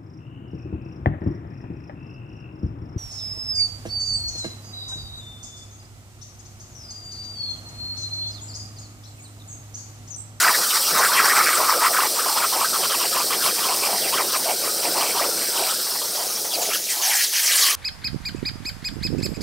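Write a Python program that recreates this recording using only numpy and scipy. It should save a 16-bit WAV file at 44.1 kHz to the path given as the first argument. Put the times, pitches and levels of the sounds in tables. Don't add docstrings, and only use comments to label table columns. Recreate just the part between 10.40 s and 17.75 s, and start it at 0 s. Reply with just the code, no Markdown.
import sys
import numpy as np
from scipy import signal
from scipy.fft import rfft, irfft
from scipy.io import wavfile

SR = 44100
rng = np.random.default_rng(int(sys.argv[2]) if len(sys.argv) > 2 else 0)


def pcm_store(signal):
    levels = np.round(np.clip(np.atleast_2d(signal), -1, 1) * 32767)
    wavfile.write(sys.argv[1], SR, levels.astype(np.int16).T)


N = 324267
TIME = np.arange(N) / SR

# (middle [s], length [s], roar level [dB], roar pitch [Hz], rasp level [dB])
SURGES = [(0.06, .094, -18.5, 1320, -26), (0.147, 0.03, -26.5, 1560, -33), (0.352, .045, -26, 1290, -31),
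          (0.58, .07, -20.5, 1350, -31), (0.644, 0.051, -18.5, 1630, -22), (0.74, 0.1, -25, 1170, -42),
          (0.796, 0.034, -15.5, 1430, -24), (0.883, 0.11, -21, 1470, -28.5),
          (.993, 0.063, -18.5, 1280, -24), (1.098, 0.073, -22.5, 1340, -23.5),
          (1.215, 0.1, -23.5, 1140, -36), (1.314, 0.057, -19, 1230, -28.5), (1.448, 0.06, -18.5, 1190, -24),
          (1.563, .051, -19.5, 1320, -37), (1.626, 0.079, -23.5, 1130, -30),
          (1.789, 0.055, -26.5, 1130, -35), (1.89, 0.1, -25.5, 1020, -39), (1.987, 0.048, -23, 1080, -32),
          (2.04, 0.036, -21, 1230, -28), (2.147, 0.044, -24, 920, -35), (2.218, 0.08, -23.5, 1130, -35),
          (2.355, 0.038, -24.5, 1090, -33), (2.446, 0.034, -25, 1170, -29),
          (2.53, 0.054, -26.5, 1190, -27.5), (2.632, 0.06, -26.5, 1130, -29.5),
          (2.778, .088, -24.5, 1130, -33), (2.927, 0.04, -26.5, 1120, -26.5),
          (3.064, .093, -27, 1240, -30.5), (3.271, 0.16, -27.5, 945, -31.5),
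          (3.447, .046, -30.5, 1060, -29.5), (3.511, 0.1, -28.5, 825, -42.5),
          (3.746, 0.039, -25.5, 885, -29.5), (3.795, 0.049, -22.5, 1200, -30),
          (3.955, 0.024, -24.5, 1100, -28.5), (4.093, .071, -26, 730, -32),
          (4.269, 0.064, -32.5, 1110, -41), (4.456, 0.05, -29.5, 880, -30.5),
          (4.596, 0.075, -24.5, 940, -37), (4.66, 0.11, -35.5, 790, -32), (4.806, .1, -25, 880, -32),
          (5.02, 0.08, -43, 1220, -38), (5.214, 0.15, -31, 770, -33.5), (5.302, .058, -32.5, 1030, -35),
          (5.787, 0.065, -34, 706, -45), (6.22, 0.15, -32, 670, -41), (6.338, .065, -31.5, 1480, -28.5),
          (6.667, 0.2, -34.5, 800, -37)]
# (frequency [Hz], gain [dB])
BASS_CUT = [(80, -36), (300, -17), (550, -15)]


def jet(level_db=-0.5, flutter_db=0.36, crackle_db=-12.5):
    # (time [s], level [dB])
    levels = [(0.0, -21), (3.79, -23), (5.2, -23), (5.93, -25.5), (6.1, -25.5)]
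    # (frequency [Hz], level [dB])
    near_colour = [(1500, -24), (3500, -11), (4350, -2), (5200, .8), (5950, -2), (6600, -10.5),
                   (7700, -4.5), (8750, .5), (9800, -6), (11900, -9.5), (13000, -5), (14400, -6),
                   (16000, -10)]
    far_colour = [(900, -39), (2200, -14.5), (3700, -2), (4700, 2), (5900, 5), (6700, 1.5), (7600, -2.5),
                  (8900, 0), (11000, -1.5), (14000, -1), (16000, -4)]
    # (time [s], share of far colour [0-1], hump pitch [factor])
    microphone_path = [(0, 0, 0.99), (1.4, 0.12, 0.98), (4.1, 0.13, 1), (5.3, 0.081, 0.98),
                       (5.75, 0.53, 1.01), (6.1, 0.51, 1.05), (6.5, 1, 1.2)]
    air = turbulence(patchy_db=2.5, patch_hz=1090, patch_s=0.028) * amp(flutter_db * wander(rate_hz=36))
    flare_db = flare()
    crackle = amp(crackle_db + flare_db) * unit(pops(per_s=590, spread_db=5.5))
    hz, t, spectra = signal.stft(air + crackle, SR, nperseg=512)
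    times, far, shift = np.transpose(microphone_path)
    far = np.clip(np.interp(t, times, far), 0, 1)
    shift = np.interp(t, times, shift)
    near_db = spectrum_at(near_colour, hz[:, None] / shift)
    far_db = spectrum_at(far_colour, hz[:, None])
    gain = amp((1 - far) * near_db + far * far_db)
    hiss = signal.istft(spectra * gain / np.linalg.norm(gain, axis=0), SR)[1][:N]
    return amp(curve(levels) + flare_db + level_db) * colour(hiss, BASS_CUT)


def flare(surge_db=0.54):
    # (middle [s], length [s], flare [dB])
    spits = [(.365, 0.039, 3), (0.592, 0.031, 0), (0.87, 0.05, 2.2), (0.98, 0.034, 2), (1.142, .035, 1),
             (3.067, .06, 1.8), (6.24, 0.035, 1.5), (6.347, 0.034, 3.5)]
    surge_flares = [(middle, length, surge_db) for middle, length, *_ in SURGES]
    flare_db = np.zeros(N)
    for middle, length, db in spits + surge_flares:
        at, _, envelope = swell(middle, length)
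        flare_db[at] += db * envelope
    return flare_db


def surges(rasp_trim_db=-1.06, waver_octaves=0.19, sputter_db=3.0):
    # (time [s], pitch [Hz])
    rasp_pitch = [(1.5, 1970), (2.1, 3040), (4.1, 2520), (6.3, 2880)]
    roar_gas = amp(sputter_db * np.tanh(wander(rate_hz=63))) * rng.standard_normal(N)
    rasp_gas = turbulence(patchy_db=7.5, patch_hz=900, patch_s=0.0086)
    waver = 2 ** (waver_octaves * wander(rate_hz=26))
    rasp_hz = curve(rasp_pitch) * waver
    out = np.zeros(N)
    for middle, length, roar_db, roar_hz, rasp_db in SURGES:
        at, place, envelope = swell(middle, length)
        roar = whoosh(roar_gas[at], roar_hz * waver[at], place, fall_octaves=0.078, width_hz=370)
        rasp = whoosh(rasp_gas[at], rasp_hz[at], place, fall_octaves=0.14, width_hz=950)
        out[at] += envelope * (amp(roar_db) * roar + amp(rasp_db + rasp_trim_db) * rasp)
    return out


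def rush(level_db=-1.0, flutter_db=3.0):
    # (time [s], level [dB])
    levels = [(0.0, -20.5), (0.49, -24), (0.81, -24), (1.48, -30), (1.59, -34), (3.91, -31.5), (4.31, -40),
              (4.63, -33), (5.81, -33), (6.5, -39)]
    # (frequency [Hz], level [dB])
    rush_colour = [(400, -28), (800, 3), (1000, 0.5), (1350, -2.5), (1720, -6), (2300, -8.5), (3300, -6),
                   (4500, -4.5), (8000, -11)]
    gas = turbulence(patchy_db=9.5, patch_hz=680, patch_s=0.073) * amp(flutter_db * wander(rate_hz=31))
    return amp(curve(levels) + level_db) * colour(gas, rush_colour)


def sparks(level_db=-1.5, flutter_db=1, zip_db=-8, zip_s=0.041, gobs=26):
    # (start [s], length [s], level [dB])
    sprays = [(6.478, 0.049, -22.5), (6.6, 0.24, -17.5), (6.915, .39, -15.5)]
    # (frequency [Hz], level [dB])
    spray_colour = [(150, -69), (750, -11.5), (1250, -14.5), (1420, -6), (1650, 1.5), (2150, -3),
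                    (2600, -3.5), (3100, 1.5), (3500, -5), (4400, 3), (6000, 4), (7100, 0.5), (8800, 2),
                    (16000, -4)]
    fizz = turbulence(patchy_db=4.5, patch_hz=900, patch_s=0.026)
    fizz *= amp(flutter_db * wander(rate_hz=140))
    air = turbulence(patchy_db=3, patch_hz=700, patch_s=0.014)
    zips = np.zeros(N)
    for k, (late, height) in enumerate(rng.random((gobs, 2))):
        middle = np.interp(k + late, [0, gobs], [sprays[0][0], TIME[-1]])
        at, place, envelope = swell(middle, zip_s)
        hz = 2200 * 4 ** height
        zips[at] += envelope * whoosh(air[at], hz, place, fall_octaves=0.4, width_hz=1000)
    strength = sum(spray_envelope(*row) for row in sprays)
    return amp(level_db) * strength * colour(fizz + amp(zip_db) * zips, spray_colour)


def spray_envelope(start, length, db, attack_s=0.023, build_db=6.5, fade_db_per_s=233):
    age = TIME - start
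    shortfall_db = build_db * np.clip(1 - age / length, 0, 1) ** 2
    fade_db = fade_db_per_s * np.maximum(age - length, 0)
    return np.clip(age / attack_s, 0, 1) * amp(db - shortfall_db - fade_db)


def squeals(width_hz=560, waver_octaves=0.034, fall_octaves_per_s=10.6):
    # (middle [s], length [s], level [dB], pitch [Hz])
    edge_tones = [(0.016, 0.025, -22, 7100), (.595, 0.023, -24, 5870), (0.767, 0.05, -25, 2610),
                  (0.963, .021, -23, 7900), (1.148, 0.031, -25, 8000), (1.302, 0.021, -23, 5200),
                  (3.06, .03, -26, 10200), (3.652, 0.08, -33, 2660), (4.25, 0.051, -39.5, 2100),
                  (6.136, 0.053, -32.5, 3040), (6.147, 0.022, -23.5, 4750), (6.228, .02, -25, 7060),
                  (6.51, 0.041, -33.5, 2080), (6.638, 0.035, -25, 6000), (6.733, 0.064, -31, 1900),
                  (7.086, .03, -27, 5630), (7.132, 0.034, -25, 3860), (7.227, 0.024, -19, 4200),
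                  (7.29, .05, -30, 2720)]
    gas, out = rng.standard_normal(N), np.zeros(N)
    waver = 2 ** (waver_octaves * wander(rate_hz=130))
    for middle, length, db, hz in edge_tones:
        at, place, envelope = swell(middle, length)
        tone = whoosh(gas[at], hz * waver[at], place, fall_octaves_per_s * length, width_hz)
        out[at] += amp(db) * envelope * tone
    return out


def howl(level_db=-2.5, width_hz=210, waver_octaves=0.073):
    # (time [s], level [dB], pitch [Hz])
    course = [(0, -28, 1260), (.55, -37, 1220), (.75, -24.5, 1210), (1.4, -25, 1256), (1.7, -40, 1210),
              (3.3, -50, 1380), (3.85, -43.5, 1430), (5.3, -36.5, 1410), (5.6, -51, 1420), (6.9, -56, 1280),
              (7.2, -31.5, 1150)]
    times, db, hz = np.transpose(course)
    pitch = np.interp(TIME, times, hz) * 2 ** (waver_octaves * wander(rate_hz=12))
    tone = narrow_band(rng.standard_normal(N), pitch, width_hz)
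    return amp(np.interp(TIME, times, db) + level_db) * tone


def water(level_db=4.0, heave_db=2.5, bubble_db=-3, sizes=24):
    # (time [s], level [dB])
    levels = [(0.0, -43), (0.37, -42.5), (0.55, -38), (2.01, -40.5), (3.68, -37.5), (4.05, -40),
              (4.65, -38), (5.51, -43), (6.3, -43.5), (6.92, -53.5), (7.35, -48)]
    # (frequency [Hz], level [dB])
    water_colour = [(40, -54), (80, -23), (120, -13.5), (190, -7), (260, -7), (345, -0.5), (500, 1.5),
                    (720, -2), (1000, -17.5), (1600, -9.5), (4000, -39)]
    age = np.arange(SR // 10) / SR
    bubbles = np.zeros(N)
    for hz in np.geomspace(180, 1000, sizes):
        t60 = 0.039 * np.sqrt(500 / hz)
        chirp = np.sin(2 * np.pi * hz * age * (1 + 0.067 * age / t60))
        bubble = chirp * np.exp(-np.log(1000) * age / t60)
        births = pops(per_s=9, spread_db=3.5)
        bubbles += hz * signal.oaconvolve(births, bubble)[:N]
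    churn = colour(rng.standard_normal(N) * amp(heave_db * wander(rate_hz=27)), water_colour)
    return amp(curve(levels) + level_db) * unit(churn + amp(bubble_db) * colour(bubbles, water_colour))


def gulps(length_s=0.051, width_hz=260):
    # (middle [s], level [dB], pitch [Hz])
    pockets = [(.17, -37, 553), (.6, -30, 654), (1.2, -30, 604), (1.36, -28, 530), (1.52, -30.5, 630),
               (1.73, -33.5, 560), (3.68, -32, 620), (4.25, -35.5, 460), (4.47, -31, 447), (4.58, -35, 418),
               (4.73, -35.5, 420), (4.88, -29, 485), (5.2, -34, 366)]
    gas, out = colour(rng.standard_normal(N), BASS_CUT), np.zeros(N)
    for middle, db, hz in pockets:
        at, _, envelope = swell(middle, length_s)
        out[at] += amp(db) * envelope * narrow_band(gas[at], hz, width_hz)
    return out


def hollow(x):
    # (frequency [Hz], width [Hz], gain [dB])
    modes = [(678, 59, -7.5), (1280, 110, -15.5), (1960, 160, -3.5), (2285, 74, -1.5), (3180, 93, -3.5)]
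    ringing = sum(amp(db) * resonate(x, hz, width) for hz, width, db in modes)
    return np.std(x) * colour(x + ringing, BASS_CUT)


def near_echoes(x, echo_db=-21, shortest_s=0.000894, longest_s=0.0036, sway_s=0.00005, count=6):
    delays = [s + sway_s * wander(rate_hz=0.98) for s in rng.uniform(shortest_s, longest_s, count)]
    echoes = sum(np.interp(TIME - delay, TIME, x) for delay in delays)
    return np.std(x) * unit(x + amp(echo_db) * echoes)


def workshop(x, wet_db=-16, gap_s=0.004, drift_hz=1.335, count=3):
    # (frequency [Hz], T60 [s])
    room_t60 = [(1000, 0.22), (16000, 0.29)]
    taps = rng.standard_normal((count, SR // 2)) * (np.arange(SR // 2) > gap_s * SR)
    hz, t, spectra = signal.stft(taps, SR, nperseg=256)
    decay = np.exp(-np.log(1000) * t / spectrum_at(room_t60, hz)[:, None])
    wet = np.zeros(N)
    for k, tail in enumerate(signal.istft(spectra * decay, SR)[1]):
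        crossfade = np.cos(np.pi * (drift_hz * TIME + k / count))
        wet += signal.fftconvolve(x * crossfade, tail)[:N]
    return x + amp(wet_db) * unit(wet) * np.std(x)


def drone():
    # (time [s], level [dB])
    levels = [(4, -64), (4.4, -74), (7.35, -70)]
    # (frequency [Hz], level [dB])
    drone_colour = [(40, -26), (54, 0), (75, -4), (120, -1), (200, -9), (600, -49)]
    return amp(curve(levels)) * colour(rng.standard_normal(N), drone_colour)


def turbulence(patchy_db, patch_hz, patch_s):
    hz, t, spectra = signal.stft(rng.standard_normal(N), SR, nperseg=256, noverlap=192)
    across, along = np.fft.fftfreq(len(hz), hz[1])[:, None], np.fft.rfftfreq(len(t), t[1])
    blur = np.exp(-(across * patch_hz) ** 2 - (along * patch_s) ** 2)
    speckle = rng.standard_normal(spectra.shape)
    patches = unit(np.fft.irfft2(np.fft.rfft2(speckle) * blur, spectra.shape))
    spectra *= amp(patchy_db * np.tanh(patches))
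    return unit(signal.istft(spectra, SR, nperseg=256, noverlap=192)[1][:N])


def pops(per_s, spread_db):
    size = amp(spread_db * np.minimum(rng.exponential(1, N), 4))
    return size * rng.choice([-1, 1], N) * (rng.random(N) < per_s / SR)


def wander(rate_hz):
    hz = np.fft.rfftfreq(N // 20, 20 / SR)
    slow = irfft(rfft(rng.standard_normal(N // 20)) * np.exp(-.5 * (hz / rate_hz) ** 2))
    return unit(np.interp(TIME, np.arange(len(slow)) * 20 / SR, slow))


def swell(middle, length):
    at = np.arange(max(round((middle - length) * SR), 0), min(round((middle + length) * SR), N))
    place = 2 * (TIME[at] - middle) / length
    return at, place, np.exp(-.5 * place ** 4)


def whoosh(gas, hz, place, fall_octaves, width_hz):
    return narrow_band(gas, hz * 2 ** (-fall_octaves * place / 2), width_hz)


def narrow_band(x, hz, width_hz):
    return unit(resonate(resonate(x, hz, width_hz), hz, width_hz))


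def resonate(x, hz, width_hz):
    turn = np.exp(2j * np.pi * np.cumsum(hz * np.ones(len(x))) / SR)
    pole = np.exp(-np.pi * width_hz / SR)
    return 2 * (turn * signal.lfilter([1 - pole], [1, -pole], x / turn)).real


def colour(x, points):
    return unit(irfft(rfft(x) * amp(spectrum_at(points, np.fft.rfftfreq(N, 1 / SR))), N))


def spectrum_at(points, hz):
    frequency, value = np.transpose(points)
    return np.interp(np.log(hz + 1), np.log(frequency + 1), value)


def curve(rows):
    return np.interp(TIME, *np.transpose(rows))


def amp(db):
    return 10 ** (np.asarray(db) / 20)


def unit(x):
    return x / np.sqrt(np.mean(x ** 2) + 1e-20)


def scene():
    kerf = hollow(rush() + surges() + sparks() + squeals()) + howl()
    direct = near_echoes(jet()) + kerf + water() + gulps()
    sound = workshop(direct) + drone()
    return np.array([sound, sound])


def record(dry, cutoff_hz=15800):
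    lowpass = signal.firwin(511, cutoff_hz, window=("kaiser", 9), fs=SR)
    return signal.oaconvolve(dry, lowpass[None], "same")


dry = scene()
out = record(dry)
pcm_store(out)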